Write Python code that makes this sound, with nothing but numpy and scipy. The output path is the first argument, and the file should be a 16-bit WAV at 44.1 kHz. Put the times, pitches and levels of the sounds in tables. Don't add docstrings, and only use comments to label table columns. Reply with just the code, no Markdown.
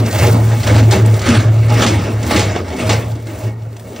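import sys
import numpy as np
from scipy import signal
from scipy.fft import rfft, irfft, next_fast_len
from scipy.io import wavfile
from scipy.ndimage import uniform_filter1d

SR = 44100
rng = np.random.default_rng(int(sys.argv[2]) if len(sys.argv) > 2 else 0)


def ratio_of_db(decibels):
    return 10 ** (np.asarray(decibels, float) / 20)


def dump(signal):
    limited = np.clip(np.atleast_2d(signal).T, -1, 1)
    pcm = np.round(limited * 32767).astype(np.int16)
    wavfile.write(sys.argv[1], SR, pcm)


N = 176400


def joined(tables):
    s, *cols = np.transpose([row for table in tables for row in table])
    return [np.interp(np.arange(N) / SR, s, c) for c in cols]


def rms_one(x):
    return x / np.sqrt(np.mean(x ** 2) + 1e-20)


def drift(rate_hz):
    r = np.exp(-80 * np.pi * rate_hz / SR)
    noise = rng.standard_normal(N // 40 + 2002)
    slow = signal.lfilter([1], [1, -2 * r, r * r], noise)[2000:]
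    return np.interp(np.arange(N) / 40, np.arange(len(slow)), rms_one(slow))


def band(x, low_hz, high_hz):
    return signal.sosfilt(signal.butter(2, [low_hz, high_hz], "band", fs=SR, output="sos"), x)


def passing(x, low_hz, high_hz):
    size = next_fast_len(N)
    hz = np.arange(size // 2 + 1) * SR / size
    gain = np.clip(np.minimum(hz - low_hz, high_hz - hz) / 150, 0, 1)
    return irfft(rfft(x, size) * gain, size)[..., :N]


def coloured(source, spectrum, patchy_db):
    hz, db = np.transpose(spectrum)
    edges = np.geomspace(hz[0], hz[-1], int(3 * np.log2(hz[-1] / hz[0])) + 1)
    out = np.zeros(N)
    for k, (low, high) in enumerate(zip(edges, edges[1:])):
        band_db = np.interp(np.log(low * high) / 2, np.log(hz), db)
        out += ratio_of_db(band_db + patchy_db * drift(9.6)) * band(source[k % 2], low, high)
    return rms_one(out)


def grains(per_s, spread_db):
    size = ratio_of_db(spread_db * np.minimum(rng.exponential(1, N), 4))
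    sign = rng.choice([-1, 1], N)
    return size * sign * (rng.random(N) < per_s / SR) + 1e-18


def ring(x, hz, t60_s):
    r, w = ratio_of_db(-60 / (t60_s * SR)), 2 * np.pi * hz / SR
    return signal.lfilter([0, np.sin(w)], [1, -2 * r * np.cos(w), r * r], x)


# time in seconds, level in dB.
BITE_EFFORT = [
    [(0.0, -22), (0.016, -34), (0.088, -27), (0.096, -33.5), (0.16, -22)],
    [(0.17, -24), (0.23, -17), (0.378, -32.5), (0.46, -33.5)],
    [(0.47, -32.5), (0.54, -29.5), (0.578, -31), (0.66, -29), (0.674, -18.5), (0.74, -20)],
    [(0.75, -20), (0.79, -16.5), (0.882, -35), (0.905, -29.5)],
    [(0.912, -33.5), (0.924, -18.5), (1.044, -35.5), (1.062, -27.5), (1.118, -31), (1.19, -29),
     (1.2, -30.5)],
    [(1.21, -28.5), (1.248, -24.5), (1.268, -17.5), (1.364, -16.5), (1.488, -32.5), (1.6, -33.5)],
    [(1.62, -37.5), (1.84, -14), (1.85, -15.5), (1.864, -24), (1.968, -27), (2.078, -28.5), (2.16, -36)],
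    [(2.18, -36.5), (2.3, -24), (2.312, -16), (2.334, -18), (2.398, -20), (2.41, -23), (2.55, -31)],
    [(2.56, -25), (2.642, -37.5), (2.742, -30), (2.75, -35.5), (2.802, -24), (2.85, -29), (2.88, -19.5)],
    [(2.89, -30), (2.898, -17), (2.994, -31.5), (3.184, -45), (3.23, -46), (3.26, -44.5)],
    [(3.27, -40.5), (3.452, -36.5), (3.556, -52), (3.792, -50), (3.796, -48), (3.832, -50.5), (4.0, -40)],
]


def bites():
    return joined(BITE_EFFORT)[0]


# frequency in Hz, density in dB per Hz.
GRIND_COLOUR = [(530, -24), (900, -17), (1010, -4.5), (1210, -3), (2140, -2), (2400, -5), (6180, -11.5),
                (9000, -14), (11700, -31), (19800, -120)]


def grinding(effort_db):
    crush = rms_one(grains(1100 * ratio_of_db(4.8 * drift(30)), 1.4))
    scrape = rng.standard_normal((2, N))
    source = ratio_of_db(-1) * crush + ratio_of_db(-4.5) * scrape
    return ratio_of_db(effort_db) * coloured(source, GRIND_COLOUR, patchy_db=2.0), crush


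# frequency in Hz, level in dB, ring time T60 in seconds.
STEEL_MODES = [(382.3, -2.5, 0.3), (470.6, -3.5, 0.3), (570, -10, 0.041), (627.5, -1, 0.082),
               (832.5, -2, 0.093), (933, -12, 0.1), (1252, -15, 0.25), (1877, -8, 0.034),
               (2085, -25.5, 0.046), (2202, -12.5, 0.19), (2640, -16, 0.024)]


def steel(crush, swing_db):
    drive = crush * ratio_of_db(0.86 * swing_db)
    rings = np.zeros(N)
    for hz, db, t60_s in STEEL_MODES:
        struck = drive * ratio_of_db(2.5 * drift(8))
        rings += ratio_of_db(db) * rms_one(ring(struck, hz, t60_s))
    return ratio_of_db(-24.5) * rms_one(rings)


# time in seconds, level
# in dB.
WALL_LEVEL = [(0, 1.5), (.18, -3), (.36, 6), (.6, -1), (.8, 0), (1.05, 3), (1.27, -3), (1.55, 0),
              (1.85, -.5), (2.1, 1), (2.3, -0.5), (2.65, -0.5), (2.95, -1), (3.2, -1), (3.5, 0.5),
              (3.7, 1), (4, 0.5)]


def wall_level():
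    return joined([WALL_LEVEL])[0]


# frequency in Hz, density in dB per Hz.
ROAR_COLOUR = [(82, -52.5), (140, -6), (231, -1), (412, -7), (756, -11), (848, -23.5), (1010, -17.5),
               (1400, -24), (1820, -36), (3080, -120)]


def hopper_roar(crush, held_db, wall_db):
    source = rng.standard_normal((2, N)) + ratio_of_db(-5) * crush
    return ratio_of_db(-25.5 + 0.64 * held_db + wall_db) * coloured(source, ROAR_COLOUR, patchy_db=3.0)


# frequency in Hz, density in dB per Hz.
RUMBLE_COLOUR = [(22, -44), (40, -17), (60, -18), (80, -2), (95, 2), (125, -38), (150, -49)]


def drive_rumble(swing_db, hum_db):
    load_db = uniform_filter1d(swing_db, size=4000)
    frame_db = uniform_filter1d(hum_db, size=5000) + 15
    level_db = -21 + 0.6 * load_db + 0.17 * frame_db
    return ratio_of_db(level_db) * coloured(rng.standard_normal((2, N)), RUMBLE_COLOUR, patchy_db=.8)


# frequency in Hz, density in dB per Hz.
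HALL_COLOUR = [(120, -54), (200, -47.5), (232, -6), (413, -3.5), (475, 0.5), (855, 4.5), (1800, -33),
               (2340, -42.5), (3960, -120)]


def hall_sound(held_db, wall_db):
    colour = coloured(rng.standard_normal((2, N)), HALL_COLOUR, patchy_db=3.0)
    return ratio_of_db(-36.5 + 0.69 * held_db + wall_db) * colour


# time in seconds, pitch in Hz, level in dB.
HUM_SWELLS = [
    [(0.0, 111.5, -7), (0.068, 108.5, -15), (0.13, 103, -27.5), (0.162, 105.7, -10), (0.202, 109.7, -29),
     (0.238, 110.5, -7), (0.304, 111.4, -5), (0.614, 110.6, -10.5), (0.62, 116.4, -19)],
    [(0.63, 109.3, -18.5), (0.718, 108, -9), (0.786, 110.3, -1.5), (0.798, 109.1, -5), (0.912, 109.7, -3),
     (0.956, 112.4, -17.5), (1.014, 111.1, -3.5), (1.146, 109, -4), (1.21, 103, -20)],
    [(1.22, 108, -28), (1.244, 108.6, -13.5), (1.344, 108.8, -16.5), (1.352, 108.6, -20.5), (1.38, 107, -1),
     (1.444, 114.1, -23.5), (1.462, 110.8, -4.5), (1.798, 111.8, -8.5), (1.83, 111, -19.5)],
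    [(1.84, 111.7, -19), (1.872, 112.4, -15), (1.932, 104.8, -16), (1.982, 100.7, -3.5), (2.018, 98.8, -26),
     (2.036, 107.3, -13.5), (2.072, 106.8, -24), (2.14, 107.8, -9.5), (2.28, 111.6, -24)],
    [(2.29, 107.7, -26), (2.352, 107.3, -15.5), (2.504, 101.5, -10), (2.552, 103.4, -34), (2.61, 90.5, -20),
     (2.692, 89.2, -21), (2.764, 97.4, -39), (2.778, 96.6, -41), (2.8, 95.6, -30)],
    [(2.81, 98.6, -51), (2.846, 104.8, -18), (2.888, 110.4, -14), (2.9, 107.3, -8.5), (2.994, 112.2, -11.5),
     (3.014, 116.4, -25), (3.112, 110.2, -13), (3.19, 113, -26), (3.3, 109, -21)],
    [(3.31, 108.5, -22), (3.364, 105.4, -25), (3.368, 108.8, -33), (3.456, 109.5, -11.5),
     (3.528, 111.4, -19), (3.582, 112, -23.5), (3.686, 111.4, -24), (3.92, 111, -34.5), (4.0, 107.5, -39)],
]


def hum():
    hz, db = joined(HUM_SWELLS)
    level = np.sqrt(2) * ratio_of_db(db + 1.8 * drift(25))
    return level * np.sin(2 * np.pi * np.cumsum(hz + drift(10)) / SR), db


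# time in seconds, level in dB.
LOOSE_ENDS = [(0, -42.5), (.25, -36.5), (.5, -39.5), (.8, -42.5), (1.1, -41), (1.35, -48.5), (1.6, -43.5),
              (2.05, -48), (2.35, -40.5), (2.6, -52.5), (2.9, -44), (3.2, -46), (3.45, -39), (3.55, -53),
              (3.8, -45), (4, -39)]


def rustle(swing_db):
    level_db, = joined([LOOSE_ENDS])
    ticks = rms_one(grains(1100 * ratio_of_db(3 * drift(30)), 3.2))
    fine = rms_one(ticks + .7 * rng.standard_normal(N))
    ahead = ratio_of_db(-7) * rng.standard_normal(N)
    both = band(np.array([fine, ahead]), 5480, 16700)
    return ratio_of_db(level_db + 7.5 + 0.5 * swing_db + 2 * drift(13)) * both / np.std(both[0])


# start in seconds, peak in dB.
END_FLICKS = [(0.0623, -17), (0.11, -18), (0.1274, -17), (0.1481, -26), (0.187, -13), (0.2667, -13.5),
              (0.4643, -32), (0.4863, -25), (0.5172, -24.5), (0.603, -20), (1.14, -16), (1.1932, -17.5),
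              (1.218, -17.5), (1.288, -11), (1.3463, -16), (1.6836, -26), (1.701, -20), (1.7414, -17),
              (1.7828, -22), (2.2295, -18), (2.2647, -20.5), (2.6828, -25), (2.7645, -23), (2.93, -11.5),
              (3.1168, -29), (3.1544, -31), (3.27, -28.5), (3.621, -40)]


def flicks():
    starts, t60_s = np.zeros(N), 0.065
    s, db = np.transpose(END_FLICKS)
    starts[(s * SR).astype(int)] = ratio_of_db(db - 5)
    shape = signal.lfilter([1], [1, -ratio_of_db(-60 / (t60_s * SR))], starts + 1e-18)
    return shape * rms_one(band(rng.standard_normal(N), 2800, 9000))


# middle of the groan in seconds, pitch in Hz, level in dB, length in seconds.
WALL_GROANS = [
    (0.294, 226, -42.5, 0.19),
    (0.762, 263, -48, 0.21),
    (1.312, 235.5, -11, 0.082),
    (1.846, 235.7, -21.5, 0.2),
    (2.337, 212.3, -22, 0.15),
    (2.81, 244, -19, 0.077),
]


def groans():
    out, t = np.zeros(N), np.arange(N) / SR
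    sag_hz_per_s, rough = 360, ratio_of_db(3.5 * drift(25))
    for s, hz, db, length_s in WALL_GROANS:
        age = t - s
        swell = ratio_of_db(db) * np.exp(-(2 * age / length_s) ** 2)
        out += swell * np.sin(2 * np.pi * (hz * age - sag_hz_per_s * age ** 2 / 2))
    return np.sqrt(2) * rough * out


# start in seconds, peak in dB, knock minus crack in dB, tick minus crack in dB.
STRAND_SNAPS = [(0.631, -12.5, -22, -30), (0.6708, -12, 4.5, -60), (0.764, -11.5, 6.5, -30),
                (0.9093, -6, -10, -25), (1.062, -31, 12.5, 11), (1.264, -14.5, -13, -34),
                (1.8218, -8.5, -5.5, -39), (1.8637, -6.5, -18.5, -51), (2.3096, -13.5, 4, -34),
                (2.359, -6.5, -24, -26), (2.3938, -9.5, -10, -38), (2.5614, -26, 24, -40),
                (2.805, -17, -11, -35), (2.893, -6.5, -3.5, -30), (3.729, -33, -16, -13),
                (3.766, -25.5, -10, -15.5), (3.7962, -29, -2, -18), (3.9618, -21.5, -1, -36)]


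def snaps():
    shapes, t = np.zeros((3, N)), np.arange(N) / SR
    t60_s = np.array([[0.1], [0.072], [0.028]])
    for s, db, knock_db, tick_db in STRAND_SNAPS:
        i = int(s * SR)
        age = t[:min(N - i, SR // 4)]
        start_db = db + np.array([[-8.5], [knock_db - 7], [tick_db + 12]])
        hurry = ratio_of_db(-0.77 * (db + 18.5))
        shapes[:, i:i + len(age)] += ratio_of_db(start_db - 60 * age * hurry / t60_s)
    out = np.zeros(N)
    for shape, (low_hz, high_hz) in zip(shapes, [(1390, 7400), (350, 774), (8100, 8300)]):
        out += shape * rms_one(band(rng.standard_normal(N), low_hz, high_hz))
    return out


def delayed(x, lag_s):
    size = next_fast_len(N + 64)
    hz = np.arange(size // 2 + 1) * SR / size
    return irfft(rfft(x, size) * np.exp(-2j * np.pi * hz * lag_s), size)[:N]


def scene():
    effort_db, wall_db = bites(), wall_level()
    swing_db = effort_db - effort_db.mean()
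    fade_db = 78.5 * np.arange(N) / SR
    held_db = np.maximum.accumulate(swing_db + fade_db) - fade_db
    grind, crush = grinding(effort_db)
    frame_hum, hum_db = hum()
    fine, ahead = rustle(swing_db)
    direct = grind + ratio_of_db(wall_db) * steel(crush, swing_db)
    direct += hopper_roar(crush, held_db, wall_db) + drive_rumble(swing_db, hum_db)
    direct += frame_hum + fine + flicks() + groans() + snaps()
    late = delayed(direct, 4.5e-5)
    hall = hall_sound(held_db, wall_db)
    hall += ratio_of_db(-1.5) * band(late - direct, 320, 1200) - ratio_of_db(-44) * band(direct, 1000, 1200)
    return np.array([late + hall + ahead, direct - hall + ahead])


def roll_off(x):
    return signal.sosfilt(signal.butter(12, 17030, fs=SR, output="sos"), x)


def weak_blocks(rate_hz, often):
    return drift(rate_hz)[np.arange(N) // 1024 * 1024] < often


# low edge in Hz, high edge in Hz, how often as a threshold (higher is more).
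SUM_GAPS = [(9000, 9700, -1), (9700, 10400, .7), (10400, 13200, 9), (13200, 13900, .9), (13900, 14700, -.9)]
WHOLE_TIMES = [.005, .915, 1.068, 2.885, 3.73, 3.8]


def record(dry):
    left, right = dry / (1 + (dry / 1.02) ** 4) ** .25
    mid, side = passing(np.array([left + right, left - right]) / 2, 0, 15850)
    t = np.arange(N) / SR
    whole = np.min(np.abs(t[:, None] - WHOLE_TIMES), axis=1) < .011

    def soft(gate):
        return uniform_filter1d(gate * ~whole * 1., size=300)

    lost = np.zeros(N)
    for low, high, often in SUM_GAPS:
        lost += passing(mid, low - 75, high + 75) * soft(weak_blocks(16, often))
    mid = mid - lost
    side = side - 0.46 * passing(side, 5000, 10400)
    low, edge, high = 1550, 4300, 5400
    gap = passing(side, low, edge + 75)
    gap += passing(side, edge - 75, high) * soft(t > 0)
    gap += passing(side, high - 150, high + 600) * soft(weak_blocks(12, .3))
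    side = side - np.clip((t - .375) / .02, 0, 1) * gap
    return roll_off(np.array([mid + side, mid - side]))


dry = scene()
out = record(dry)
dump(out)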